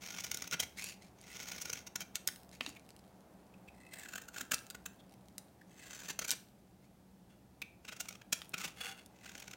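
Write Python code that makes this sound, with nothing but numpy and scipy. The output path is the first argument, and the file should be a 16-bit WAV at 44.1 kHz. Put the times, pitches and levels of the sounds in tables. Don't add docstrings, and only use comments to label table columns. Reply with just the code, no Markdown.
import sys
import numpy as np
from scipy import signal
from scipy.fft import rfft, irfft
from scipy.io import wavfile

SR = 44100
rng = np.random.default_rng(int(sys.argv[2]) if len(sys.argv) > 2 else 0)


def put_to_file(sound):
    columns = np.atleast_2d(sound).T
    safe = np.clip(columns, -1, 1)
    whole_steps = np.round(safe * 32767)
    wavfile.write(sys.argv[1], SR, whole_steps.astype(np.int16))


N = 421596
SIZE = 4096
HZ = np.fft.rfftfreq(SIZE, 1 / SR)
MS = np.arange(SIZE) * 1000 / SR

# frequency in Hz, level in dB.
CUT_COLOUR = [(28, -30), (70, -8.5), (200, -0.5), (750, -3.5), (950, -6), (2000, -2.5), (3300, 0),
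              (5200, -5.5), (8000, -8), (11500, -13), (15500, -9)]
BRUSH_COLOUR = [(30, -44), (200, -19), (1150, -9.5), (2200, -1.5), (4500, -5.5), (7000, -4.5), (10000, -7),
                (13000, -14), (16000, -12)]
CRACK_COLOUR = [(30, -45), (200, -16.5), (1200, -11), (2700, -3.5), (4000, -1.5), (5800, -1.5), (8600, -3),
                (11700, -9), (16000, -12)]
# start, rise time and length in seconds, rasp level
# in dB, small-slip level in dB, pitch factor at the start, pitch factor once settled.
STROKES = [(-0.2, .26, 0.677, -48.5, -44, 0.84, 1.06), (1.19, .19, .61, -49, -45, 1.02, 1.06),
           (3.905, .045, 0.34, -57, -46.5, 1.4, 0.92), (4.32, 0.033, 0.093, -51, -42.5, 0.95, .99),
           (5.697, .21, .42, -52.5, -48.5, 1.54, 1.09), (6.19, 0.035, 0.15, -54, -46, 0.96, 1.1),
           (7.829, .03, 0.33, -61, -49, 1.16, 0.93), (8.554, .03, 0.11, -48, -40, 1.02, 0.76),
           (9.13, 0.14, 0.39, -57.5, -47, 1.1, 1.1)]


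def amp(db):
    return np.exp(np.asarray(db) * (np.log(10) / 20))


def unit(x):
    return x / np.sqrt(np.sum(x ** 2) + 1e-20)


def sized(x, db, ms):
    return unit(x) * amp(db) * np.sqrt(ms * SR / 1000)


def spectrum(rows, hz):
    row_hz, values = np.transpose(rows)
    return np.interp(np.log(hz + 1), np.log(row_hz), values)


def latest(rows, s):
    begun = sum(row[0] <= s for row in rows)
    return rows[max(begun - 1, 0)]


def add(mix, s, sound):
    start = round(s * SR)
    sound = sound[max(-start, 0):]
    part = mix[max(start, 0):][:len(sound)]
    part += sound[:len(part)]


def envelope(start, rise_s, length_s, sag_db_per_s=0, release_db_per_s=260, entry_db=-20):
    t = np.arange(N) / SR - start
    rise = entry_db * np.maximum(1 - t / rise_s, 0) - release_db_per_s * np.maximum(-t, 0)
    sag = sag_db_per_s * np.maximum(t - rise_s, 0)
    release = release_db_per_s * np.maximum(t - length_s, 0)
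    return rise - sag - release


def resonance(hz, width_hz, lift_db):
    detuning = 1 + (2 * (HZ - hz) / width_hz) ** 2
    return amp(lift_db) ** 2 / (detuning * np.sqrt(detuning))


def tilt(db_per_octave):
    return db_per_octave * np.log2(np.clip(HZ, 2000, 9000) / 3500)


def inner_echo(depth_db=3.0, typical_ms=1.1):
    delay_ms = typical_ms * 2 ** rng.uniform(-1.017, 1)
    return depth_db * np.cos(2 * np.pi * HZ * delay_ms / 1000)


def held_colour(s, base, grips, pitch):
    _, resonances = latest(grips, s)
    factor = pitch(s)
    power = sum(resonance(hz * factor ** share, width, db) for hz, width, db, share in resonances)
    return spectrum(base, HZ) + 10 * np.log10(1 + power)


def ring(force, colour_db):
    cepstrum = irfft(np.log(amp(colour_db)))
    cepstrum[1:SIZE // 2] *= 2
    cepstrum[SIZE // 2 + 1:] = 0
    return irfft(rfft(force, SIZE) * np.exp(rfft(cepstrum)))


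def grit(samples, cracks_per_s, spread_db, smooth):
    cracks = rng.standard_normal(samples)
    cracks *= amp(spread_db * np.minimum(rng.exponential(1, samples), 3))
    cracks *= rng.random(samples) < cracks_per_s / SR
    return unit(cracks) + smooth * unit(rng.standard_normal(samples))


def add_slip(mix, s, db, ms, colour_db):
    middle = SIZE // 3
    swell = 0.5 ** (2 * ((MS - MS[middle]) / ms) ** 2)
    force = swell * grit(SIZE, cracks_per_s=6000, spread_db=-1.5, smooth=0.95)
    add(mix, s - middle / SR, sized(ring(force, colour_db), db, ms))


def rub(envelopes, base, grips, pitch, flutter_db, cracks_per_s):
    level_db = np.max(envelopes, axis=0)
    slow_noise = signal.oaconvolve(rng.standard_normal(N), signal.windows.hann(330), "same")
    stutter = np.tanh(unit(slow_noise) * np.sqrt(N))
    friction = grit(N, cracks_per_s, spread_db=4.5, smooth=1.0) * amp(flutter_db * stutter)
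    force = np.pad(unit(friction) * np.sqrt(N) * amp(level_db), (0, SIZE))
    piece, hop = SIZE // 2, SIZE // 4
    window = signal.windows.hann(piece, sym=False)
    out = np.zeros(N)
    for at in range(0, N, hop):
        in_contact = level_db[at:at + piece].max() > -78
        if in_contact:
            colour_db = held_colour((at + hop) / SR, base, grips, pitch)
            colour_db -= 10 * np.log10(np.mean(amp(colour_db) ** 2))
            add(out, at / SR, ring(force[at:at + piece] * window, colour_db))
    return out


def room_air(level_db=-61):
    # frequency in Hz, level in dB.
    air_colour = [(15, -53.5), (25, -20), (50, -18), (66, -3.5), (95, -13.5), (125, -4), (155, -13.5),
                  (188, 3), (225, -10.5), (280, -9), (450, -15.5), (780, -14.5), (1100, -24), (3000, -34),
                  (16000, -39)]
    # time in seconds, change in dB.
    swell = [(0, 0.5), (2, 2), (3.7, 3), (5.3, 0.5), (6.2, -1.5), (6.7, -4.5), (7.5, -4), (8.2, -1),
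             (9.56, 1.5)]
    hz, s, bands = signal.stft(rng.standard_normal(N), SR, nperseg=SIZE)
    swell_share = spectrum([(150, 0.0088), (450, 0.64), (1000, 1), (3000, 0.18)], hz)[:, None]
    swell_db = np.interp(s, *np.transpose(swell))
    bands *= amp(spectrum(air_colour, hz)[:, None] + swell_share * swell_db)
    noise = signal.istft(bands, SR, nperseg=SIZE)[1][:N]
    return amp(level_db) * np.sqrt(N) * unit(noise)


def room(x, tail_db=-14.0, dull_hz=7000):
    # frequency in Hz, seconds to fade by 60 dB.
    ring_times = [(200, 0.53), (1500, 0.38), (3000, 0.36), (7000, 0.29), (16000, 0.53)]
    # delay in milliseconds, level in dB.
    echoes = [(1.9, -22.5), (3.4, -39), (6.3, -17)]
    hz, s, bands = signal.stft(rng.standard_normal(SR // 2), SR, nperseg=256)
    bands *= amp(-60 * s / spectrum(ring_times, hz)[:, None])
    bands /= np.sqrt(1 + (hz[:, None] / dull_hz) ** 2)
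    fade_in = np.minimum(s / 0.0011, 1)
    response = amp(tail_db) * unit(signal.istft(bands * fade_in, SR)[1])
    response[0] += 1
    for ms, db in echoes:
        response[round(ms * SR / 1000)] += amp(db)
    return signal.oaconvolve(x, response)[:N]


def crumbs(per_spill=60, pitches=24, size_db=6.0, spill_s=0.98, fade_db_per_s=32):
    # start in seconds, starting level of the smallest in dB.
    spills = [(.55, -64.5), (2.279, -60.5), (2.621, -58.5), (3.602, -78), (4.55, -61.5), (5.101, -66.5),
              (6.329, -71.5), (8.33, -58.5)]
    ticks = []
    for hz in np.geomspace(1600, 8000, pitches):
        force = np.exp(-MS / 0.82) * rng.standard_normal(SIZE)
        peak_db = 10 * np.log10(1 + resonance(hz, width_hz=900, lift_db=3.7))
        ticks.append(unit(ring(force, spectrum(CRACK_COLOUR, HZ) + tilt(-0.15) + peak_db)))
    out = np.zeros(N)
    for start, first_db in spills:
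        for when, size, kind in rng.random((per_spill, 3)):
            delay = when * spill_s
            db = first_db - fade_db_per_s * delay + size_db * min(-np.log(size), 3)
            add(out, start + delay, sized(ticks[int(kind * pitches)], db, ms=1))
    return out


def thudding(rise_ms=6):
    # time of the peak in seconds, level in dB, pitch in Hz.
    thuds = [(0.54, -53, 170), (1.735, -46, 107), (2.018, -50, 152.1), (2.286, -71, 100),
             (2.614, -45.5, 250), (2.679, -43, 292), (4.425, -48, 259.9), (4.521, -44.5, 267),
             (8.544, -55, 170), (8.66, -48.5, 160)]
    out = np.zeros(N)
    for s, db, hz in thuds:
        knock = MS * np.exp(-MS / rise_ms) * np.sin(2 * np.pi * hz * MS / 1000)
        add(out, s - rise_ms / 1000, sized(knock, db, ms=2.4))
    return out


def tap_tail(tap_s=7.62, tap_db=-57):
    # pitch in Hz, dB added to the tap's level, seconds to fade by 60 dB.
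    tail_tones = [(1518, -24, 0.18), (2330, 3, 0.26), (2430, -3.5, 0.63), (5378, -28, 0.36)]
    t = np.arange(SR // 2) / SR
    out = np.zeros(N)
    for hz, db, fade_s in tail_tones:
        add(out, tap_s, amp(tap_db + db - 60 * t / fade_s) * np.sin(2 * np.pi * hz * t))
    return out


def chattering():
    # time in seconds, level in dB, length in milliseconds, pitch in Hz.
    touches = [(0.6, -32.5, 5.8, 3120), (2.61, -38, 2.5, 2430), (2.768, -51.5, 6.6, 2350),
               (3.542, -59.5, 3.8, 2520), (3.686, -53.5, 8.4, 2500), (5.002, -63, 11, 3440),
               (5.616, -56.5, 4.7, 1790), (7.619, -40, 1.7, 2330), (7.623, -37, 4.8, 2487),
               (8.541, -37.5, 4.9, 2550)]
    out = np.zeros(N)
    for s, db, ms, hz in touches:
        power = 2 + resonance(hz, width_hz=220, lift_db=27)
        power += resonance(3 * hz, width_hz=527.4, lift_db=4.5)
        add_slip(out, s, db, ms, spectrum(CUT_COLOUR, HZ) + 10 * np.log10(power))
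    return out


def stroke_pitch(s, settle_s=0.13):
    start, *_, first, settled = latest(STROKES, s)
    return settled + (first - settled) * np.exp(-max(s - start, 0) / settle_s)


def skating(rise_s=0.13):
    # start in seconds, length in seconds, level in dB.
    skates = [(1.185, .15, -59), (3.706, .4, -64), (5.657, .26, -63), (9.121, .17, -58)]
    # frequency in Hz,
    # width in Hz, lift in dB, share of the pitch slide that it follows.
    grips = [(0, [(2000, 120, 22, 0.01), (2604, 46, 20.6, 0.023), (4155, 110, 11.5, 0),
             (8100, 170, 13.7, 0)])]
    envelopes = [db + envelope(start, rise_s, length_s) for start, length_s, db in skates]
    return rub(envelopes, BRUSH_COLOUR, grips, stroke_pitch, flutter_db=17.5, cracks_per_s=2400)


def wiping(rise_s=0.02):
    # start in seconds, length in seconds, level in dB.
    wipes = [(0.759, .14, -46.5), (1.002, 0.024, -59), (1.045, 0.028, -67.5), (2.515, 0.019, -55.5),
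             (2.593, .11, -58), (6.81, 0.032, -71.5), (7.288, 0.045, -68), (8.754, 0.029, -55),
             (8.785, 0.12, -46), (8.953, 0.038, -57)]
    # frequency in Hz, width in Hz, lift in dB,
    # share of the pitch slide that it follows.
    light = [(2590, 440, 9.3, 0.86), (4550, 430, 10, 0.37), (5600, 300, 8, 0.34), (6760, 500, 8.6, 0.19)]
    firm = [(474, 36, 19, 0.00633), (773, 63, 20.7, 0), (1440, 450, 13, 0.0065),
            (2115.6, 240, 6.187, 0.01208), (2760, 220, 13, 0), (3410, 67, 18.7, 0.015), (4450, 270, 10, 0),
            (6529, 130, 8.41, 0)]

    def wipe_pitch(s, drop=0.39, glide_s=0.04, waver=0.065):
        elapsed = max(s - latest(wipes, s)[0], 0)
        rise = 1 - drop * np.exp(-elapsed / glide_s)
        return rise * np.exp(waver * rng.standard_normal())

    grips = [(0, light), (7, firm)]
    envelopes = [db + envelope(start, rise_s, length_s, release_db_per_s=339)
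                 for start, length_s, db in wipes]
    return rub(envelopes, BRUSH_COLOUR, grips, wipe_pitch, flutter_db=5.0, cracks_per_s=5000)


def snapping(crack_ms=0.52, splinter_ms=5.0, splinter_db=-17):
    # start in seconds, level in dB over one millisecond, brightness in dB per octave.
    snaps = [(0.6021, -25, 4), (0.8228, -36.5, 1), (0.842, -32, -1.5), (1.2135, -49, 2), (2.156, -25, 2.5),
             (2.2753, -20.5, 5), (2.2875, -31, -4.5), (2.6092, -28, -14.5), (2.6635, -31.5, -8),
             (4.5437, -23.5, 2.5), (4.7014, -36.5, 0), (5.3812, -34, 5.5), (6.3067, -21, 1),
             (6.3144, -23, 3), (7.6179, -38, -2), (8.4181, -37, -6), (8.4934, -45.5, 22),
             (8.6796, -39.5, -4), (9.0611, -48, 5)]
    decay = np.exp(-MS / crack_ms) + amp(splinter_db) * np.exp(-MS / splinter_ms)
    out = np.zeros(N)
    for s, db, brightness in snaps:
        force = decay * np.tanh(rng.standard_normal(SIZE))
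        colour_db = spectrum(CRACK_COLOUR, HZ) + tilt(brightness) + inner_echo()
        add(out, s, sized(ring(force, colour_db), db, ms=1))
    return out


def small_slips(crunches, count=24, gap_s=0.027, jitter=0.3, typical_ms=3.67, clear_s=0.02):
    slips = []
    for start, rise_s, length_s, _, slip_db, *_ in STROKES:
        timing, force, span = rng.standard_normal((count, 3)).T
        times = start + rise_s + gap_s * (np.arange(count) + jitter * timing)
        for s, db, ms in zip(times, slip_db + 0.5 * force, typical_ms * np.exp(0.13 * span)):
            if s < start + length_s and all(abs(s - big[0]) > clear_s for big in crunches):
                slips.append((s, db, ms))
    return slips


def cutting(middling_db=-42):
    # time in seconds, level in dB, length in milliseconds.
    crunches = [(0.111, -46, 2.6), (0.187, -37.5, 3.6), (0.206, -39, 3.8), (0.244, -36.5, 7),
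                (0.316, -29.5, 2.6), (0.347, -34, 4.5), (0.373, -36, 2.6), (0.423, -34.5, 3.2),
                (0.477, -39, 2.1), (0.513, -35, 1.8), (0.531, -34, 12.3), (0.542, -35.5, 7.9),
                (0.604, -31.5, 8.4), (0.632, -37.5, 9.3), (1.487, -41.5, 4.9), (1.519, -38.5, 4.4),
                (1.619, -37.5, 7.8), (1.657, -37.5, 3.8), (1.7, -35, 3.8), (1.733, -32, 3.6),
                (1.873, -44.5, 8.1), (1.96, -31, 3.8), (2.007, -32.5, 1.2), (2.016, -43, 15),
                (2.161, -45.5, 12), (2.278, -35, 4.6), (3.939, -44, 6), (4.089, -45.5, 4.4),
                (4.137, -40.5, 4.17), (4.159, -38, 5.2), (4.182, -41.5, 4.9), (4.287, -45.5, 5.3),
                (4.364, -42.5, 4.1), (4.383, -38.5, 3.8), (4.413, -36, 4.9), (4.519, -27.5, 6.1),
                (4.539, -31.5, 5.9), (4.708, -45.5, 3.5), (4.75, -43.5, 4.1), (4.862, -37, 4.2),
                (6.087, -39.5, 5), (6.104, -37.5, 10), (6.1919, -28, 1.65), (6.195, -33.5, 3.6),
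                (6.222, -41, 10), (6.249, -37.5, 5.8), (6.283, -36.5, 4.7), (6.294, -35, 6.1),
                (6.322, -38, 10.6), (6.335, -42, 5.2), (7.889, -43, 9.5), (7.927, -45.5, 9.8),
                (8.007, -35, 7.6), (8.089, -38, 4.1), (8.218, -50, 3.06), (8.33, -25, 5.8),
                (8.543, -34.5, 5.9), (8.649, -38, 15), (9.354, -44.5, 4.17), (9.536, -45, 4.4)]
    # frequency in Hz, width in Hz, lift in dB,
    # share of the pitch slide that it follows.
    face = [(82.6, 31, 8, 0), (1354, 110, 8.5, 1), (2230, 510, 6.5, 0.058), (5670, 810, 10, .2),
            (6450, 560, 11.5, 0.012)]
    edge = [(1526, 356.4, 13.6, 0.95), (2660, 140, 6.8, 0), (4400, 26, 6.8, 0.3), (7130, 1230, 12, 0.607),
            (8080, 170, 8, 0.077), (14000, 6200, 2, 0)]
    edge_again = [(1515, 280, 8.8, 0.43), (2230, 160, 4.6, 1), (4500, 340, 2.3, 0.019),
                  (6020, 270, 13.6, 0.17), (6770, 1100, 10, 0.43)]
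    turned = [(1450, 300, 10.5, 0.74), (2480, 680, 7, 0.13), (5582.4, 240, 4.9, 0.022),
              (6530, 2091, 8.5, 0)]
    grips = [(0, face), (3.3, edge), (5.5, edge_again), (7, turned)]
    envelopes = [db + envelope(start, rise_s, length_s, sag_db_per_s=22)
                 for start, rise_s, length_s, db, *_ in STROKES]
    out = rub(envelopes, CUT_COLOUR, grips, stroke_pitch, flutter_db=7.0, cracks_per_s=3700)
    for s, db, ms in list(crunches) + small_slips(crunches):
        brightness = 1.06 + 0.1655 * (db - middling_db) + 2.03 * rng.standard_normal()
        colour_db = held_colour(s, CUT_COLOUR, grips, stroke_pitch) + tilt(brightness) + inner_echo()
        add_slip(out, s, db, ms, colour_db)
    return out


def scene():
    background = room_air()
    taps = snapping() + chattering() + tap_tail() + thudding() + crumbs()
    carving = taps + wiping() + skating() + cutting()
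    return (room(carving) + background)[None]


def record(dry, top_hz=16050):
    lowpass = signal.firwin(301, top_hz, window=("kaiser", 8), fs=SR)
    return signal.oaconvolve(dry, lowpass[None], "same")


dry = scene()
out = record(dry)
put_to_file(out)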